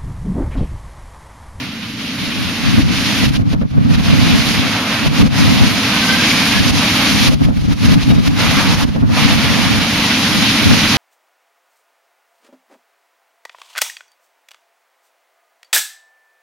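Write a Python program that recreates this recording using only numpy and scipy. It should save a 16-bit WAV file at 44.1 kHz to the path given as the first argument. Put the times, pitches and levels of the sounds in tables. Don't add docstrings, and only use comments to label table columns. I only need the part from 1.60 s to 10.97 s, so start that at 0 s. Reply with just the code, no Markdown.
import sys
import numpy as np
from scipy import signal
from scipy.fft import rfft, irfft
from scipy.io import wavfile
from scipy.ndimage import uniform_filter1d

SR = 44100
rng = np.random.default_rng(int(sys.argv[2]) if len(sys.argv) > 2 else 0)


def wav_record(signal):
    frames = np.transpose(np.atleast_2d(signal))
    bounded = np.clip(frames, -1, 1)
    quanta = np.round(bounded * 32767).astype(np.int16)
    wavfile.write(sys.argv[1], SR, quanta)


N = 413216
TIME = np.arange(N) / SR
FREQS = np.maximum(np.arange(N // 2 + 1) * SR / N, 1)

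# (time [s], relative hiss level [dB], extra body around 900 Hz [dB])
CROWN_WIND = [(0, -27, -4), (0.11, -31.5, -3.5), (0.33, -30, -4), (0.6, -24.5, -6.5), (1.0, -23, -2),
              (1.5, -18, -4), (2.5, -21.5, 0.5), (2.85, -17.5, -0.5), (3.25, -21, 2.5), (4.2, -17.5, 0.5),
              (4.72, -15.5, 0), (5.0, -17, 1), (5.62, -15, -0.7), (6.85, -18, 2.5), (7.62, -17, 4),
              (8.2, -18.5, 0.5), (8.8, -16, 0), (9.37, -15, -1)]


def undb(db):
    return 10 ** (np.asarray(db) / 20)


def curve(table, column=1):
    rows = np.array(table)
    return np.interp(TIME, rows[:, 0], rows[:, column])


def across(points):
    hz, value = np.transpose(points)
    return np.interp(np.log(FREQS), np.log(hz), value)


def unit(x):
    return x / np.sqrt(np.mean(x ** 2))


def smooth(x, seconds):
    return uniform_filter1d(x, max(int(seconds * SR), 1))


def drift(cutoff_hz):
    return unit(irfft(rfft(rng.standard_normal(N)) * np.exp(-(FREQS / cutoff_hz) ** 2), N))


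def noise(gain, correlation):
    mid, side = rfft(rng.standard_normal((2, N)))
    c = np.clip(correlation, -.99, .99)
    mid, side = mid * np.sqrt(1 + c), side * np.sqrt(1 - c)
    return unit(irfft(np.array([mid + side, mid - side]) * gain, N))


def steady(x, seconds):
    power = np.mean(x ** 2, axis=0)
    return x / np.sqrt(smooth(smooth(power, seconds), seconds))


def surges(events, rest_db, rise_db_per_s, sag_db_per_s, fall_db_per_s):
    out = rest_db
    for time, hold, db in events:
        age = TIME - time
        drop_db = rise_db_per_s * np.maximum(-age, 0) + sag_db_per_s * np.clip(age, 0, hold)
        drop_db += fall_db_per_s * np.maximum(age - hold, 0)
        out = np.maximum(out, db - drop_db)
    return out


def needle_hiss(level_db=2.0, sway_db=0.16, flicker_db=1.16, thrash_db=-0.36):
    # (frequency [Hz], relative density [dB])
    spectrum = [(200, -13), (420, -6.5), (700, -5.5), (1200, -3.5), (1700, -3.5), (2400, 0), (3300, -1.5),
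                (4200, -2.5), (5500, -6), (6500, -8.5), (10000, -15), (13400, -22.5)]
    # (frequency [Hz], correlation [1])
    correlation = [(60, 0.93), (300, 1), (1000, 0.93), (2000, 0.67), (3200, 0.29), (5000, .36),
                   (13000, 0.15)]
    # (frequency [Hz], left minus right [dB])
    lean = [(200, 0), (650, -0.5), (1200, -2), (2200, -3), (3900, 0), (7000, 1.3)]
    # (time [s], treble tilt [dB])
    frame_shadow = [(6.9, 0.3), (7.7, -0.6)]
    wind_db, body_db = curve(CROWN_WIND), curve(CROWN_WIND, column=2)
    tilt_db = 3.5 * np.tanh((wind_db + 16.5) / 4.5) + curve(frame_shadow)
    balance = undb(np.array([[.5], [-.5]]) * across(lean))
    hiss = rfft(noise(undb(across(spectrum)) * balance, across(correlation)))
    octave = np.clip(np.log2(FREQS / 400), 0, 5)
    out = 0
    for k in range(6):
        band = irfft(hiss * np.maximum(1 - abs(octave - k), 0), N)
        centre_hz = 400 * 2 ** k
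        body = body_db * np.exp(-(np.log2(centre_hz / 900) / 0.58) ** 2 / 2)
        edge = tilt_db * np.tanh(2 * np.log2(centre_hz / 3600)) / 2
        out = out + band * undb(body + edge + sway_db * drift(1.9) + flicker_db * drift(18))
    return out * undb(level_db + wind_db + thrash_db * drift(31))


def storm_boom(level_db=-3.0, follow=0.64, build_db_per_s=0.19):
    # (frequency [Hz], relative density [dB])
    spectrum = [(25, -12), (60, -17), (100, -7), (160, -7), (215, 0.5), (280, -2), (320, -10), (370, -29.5),
                (600, -42.5)]
    swell_db = follow * (curve(CROWN_WIND) + 16) - 16 + build_db_per_s * TIME
    roar = steady(noise(undb(across(spectrum)), correlation=0.98), 0.047)
    return roar * undb(level_db + swell_db)


def buffeting(level_db=1, wander_db=0.74, flutter_db=2.76, lurch_db=0.55):
    # (frequency [Hz], relative density [dB])
    spectrum = [(22, -42), (45, -3.5), (65, -3.5), (100, 1.5), (160, 2), (220, -0.5), (280, -1.5),
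                (320, -14), (375, -22.5), (550, -24), (800, -27), (1500, -32.5), (5000, -61)]
    # (time [s], hold [s], relative level [dB])
    swirls = [(0.63, 0.045, -29), (0.81, 0.019, -17.5), (1.07, .22, -13), (1.36, 0.17, -23.5),
              (1.62, .15, -15.5), (1.78, .235, -14), (2.16, .23, -12.5), (2.49, 0.26, -11.5),
              (2.88, 0.018, -19), (2.98, .02, -15.5), (3.46, 0.028, -11), (3.62, 0.035, -8),
              (3.77, 0.17, -12), (4.02, 0.025, -7), (4.5, 0.032, -22), (5.0, 0.14, -13.5),
              (5.52, 0.11, -15), (5.7, 0.019, -9.5), (5.82, 0.059, -9.5), (5.98, .14, -13),
              (6.24, 0.12, -9.5), (6.49, 0.077, -8.5), (6.67, 0.033, -11.5), (6.76, 0.66, -16),
              (7.35, 0.56, -14), (7.9, 0.28, -17.5), (8.76, .04, -18.5), (9.07, 0.048, -10.5),
              (9.35, 0.024, -21)]
    rumble = steady(noise(undb(across(spectrum)), correlation=-0.69), 0.034)
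    calm_db = curve(CROWN_WIND) - 17.5
    swirl_db = surges(swirls, calm_db, rise_db_per_s=265, sag_db_per_s=0.5, fall_db_per_s=144)
    ragged_db = lurch_db * drift(13) + flutter_db * drift(36)
    side_db = wander_db * drift(4.7) * np.array([[1], [-1]])
    return rumble * undb(level_db + swirl_db + ragged_db + side_db)


def air_slaps(crackle_db=-6, thump_db=-2, length_s=0.014, tear_db=3, thump_hz=240, width_hz=50):
    # (time [s], relative crackle level [dB], relative thump level [dB])
    slaps = [(1.186, -17, -4), (1.932, -15.5, -13.5), (2.015, -17.5, -17), (2.55, -19, -21),
             (3.45, -14, -20), (3.621, -21, -7.5), (3.661, -20, -18), (5.726, -15.5, -16),
             (5.89, -16.5, -11), (6.249, -28, -10.5), (6.51, -15, -24), (6.576, -17, -28),
             (7.356, -14.5, -20), (7.498, -21, -33)]
    # (frequency [Hz], relative density [dB])
    spectrum = [(200, 1), (380, -3.5), (560, 4), (750, -7), (1400, -12.5), (9000, -48)]
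    crackle = steady(noise(undb(across(spectrum)), correlation=0), 0.022)
    crackle *= undb(crackle_db + tear_db * drift(250))
    thump_band = np.exp(-((FREQS - thump_hz) / width_hz) ** 2)
    thump = steady(noise(thump_band, correlation=1), 0.034) * undb(thump_db)
    out = np.zeros((2, N))
    for time, high_db, low_db in slaps:
        on = abs(TIME - time) < 10 * length_s
        pulse = np.exp(-((TIME[on] - time) / length_s - .5) ** 2)
        out[:, on] += pulse * (undb(high_db) * crackle[:, on] + undb(low_db) * thump[:, on])
    return out


def gust_pressure():
    # (time [s], hold [s], level over the limiter threshold [dB])
    shoves = [(1.232, 0.079, 8), (1.672, 0, 9), (1.705, 0, 15.5), (1.782, 0.052, 21), (1.828, 0.01, 28.5),
              (1.959, 0, 33), (2.034, .033, 31.5), (2.123, 0.16, 24.5), (2.364, 0.011, 9.5), (2.413, 0, 9),
              (3.488, 0.023, 10), (3.629, 0.047, 9), (3.687, 0, 16), (5.004, 0.026, 4.5),
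              (5.115, 0.00061, 9.5), (5.697, 0.092, 12), (5.757, 0.037, 24.5), (5.866, 0.065, 23.5),
              (5.909, 0.0024, 29), (5.982, 0.017, 21.5), (6.024, 0.0084, 21.5), (6.066, 0.011, 21.5),
              (6.146, 0.016, 22), (6.27, 0.18, 8), (6.357, 0.038, 15.5), (6.444, 0.051, 13),
              (6.526, 0, 16.5), (6.565, 0.045, 15.5), (6.607, 0, 17.5), (6.692, .055, 15), (7.158, 0.12, 7),
              (7.255, 0.016, 20.5), (7.3, 0.075, 21.5), (7.375, 0.0098, 24.5), (7.425, 0.038, 25),
              (7.456, 0, 22), (7.76, 0.014, 3.5)]
    return undb(surges(shoves, rest_db=0, rise_db_per_s=1142, sag_db_per_s=68, fall_db_per_s=202))


def twig_whistles(pure_hz=22):
    # (time [s], duration [s], first pitch [Hz], last pitch [Hz], bandwidth [Hz], level [dB])
    whistles = [(2.35, 1.24, 2770, 2440, 300, -35), (4.301, .43, 1490, 1650, 34, -22.5),
                (4.402, 0.23, 1965, 2170, 60, -27), (4.563, 0.32, 2210, 2400, 150, -23),
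                (4.76, .26, 2320, 2030, 70, -27), (4.9, 0.134, 1580, 1770, 45, -25),
                (6.42, 0.27, 3800, 3780, 40, -27)]
    out = np.zeros(N)
    for start, length, first_hz, last_hz, width_hz, db in whistles:
        on = (TIME > start) & (TIME < start + length)
        progress = (TIME[on] - start) / length
        coherence_s = .5 / width_hz
        jitter = smooth(smooth(rng.standard_normal((2, N)), coherence_s), coherence_s)
        waver, breath = unit(jitter[0, on]), unit(jitter[1, on])
        pitch_hz = first_hz + (last_hz - first_hz) * progress + width_hz * waver / 2
        phase = 2 * np.pi * np.cumsum(pitch_hz) / SR
        tone = unit((pure_hz / width_hz + breath / 2) * np.cos(phase))
        out[on] += undb(db) * np.sin(np.pi * progress) * tone
    return out


def limiter(x, sense_s=0.011, release_db_per_s=380):
    load = smooth(smooth(np.abs(x.mean(axis=0)), sense_s), sense_s / 2)
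    over_db = 20 * np.log10(np.maximum(load, 1))
    recovery_db = release_db_per_s * TIME
    return x * undb(recovery_db - np.maximum.accumulate(over_db + recovery_db))


def scene():
    radiated = needle_hiss() + storm_boom() + twig_whistles()
    return radiated + gust_pressure() * (1 + buffeting() + air_slaps())


def record(dry, bass_hz=25, notch_hz=7890, top_hz=13450):
    bass_cut = signal.butter(2, bass_hz, "high", fs=SR, output="sos")
    notch = signal.iirnotch(notch_hz, Q=2.6, fs=SR)
    treble_cut = signal.ellip(12, .2, 70, top_hz, fs=SR, output="sos")
    audible = signal.sosfiltfilt(bass_cut, limiter(dry), padtype="even", padlen=8000)
    notched = signal.lfilter(*notch, np.clip(audible, -1, 1))
    return signal.sosfilt(treble_cut, notched)


dry = scene()
out = record(dry)
wav_record(out)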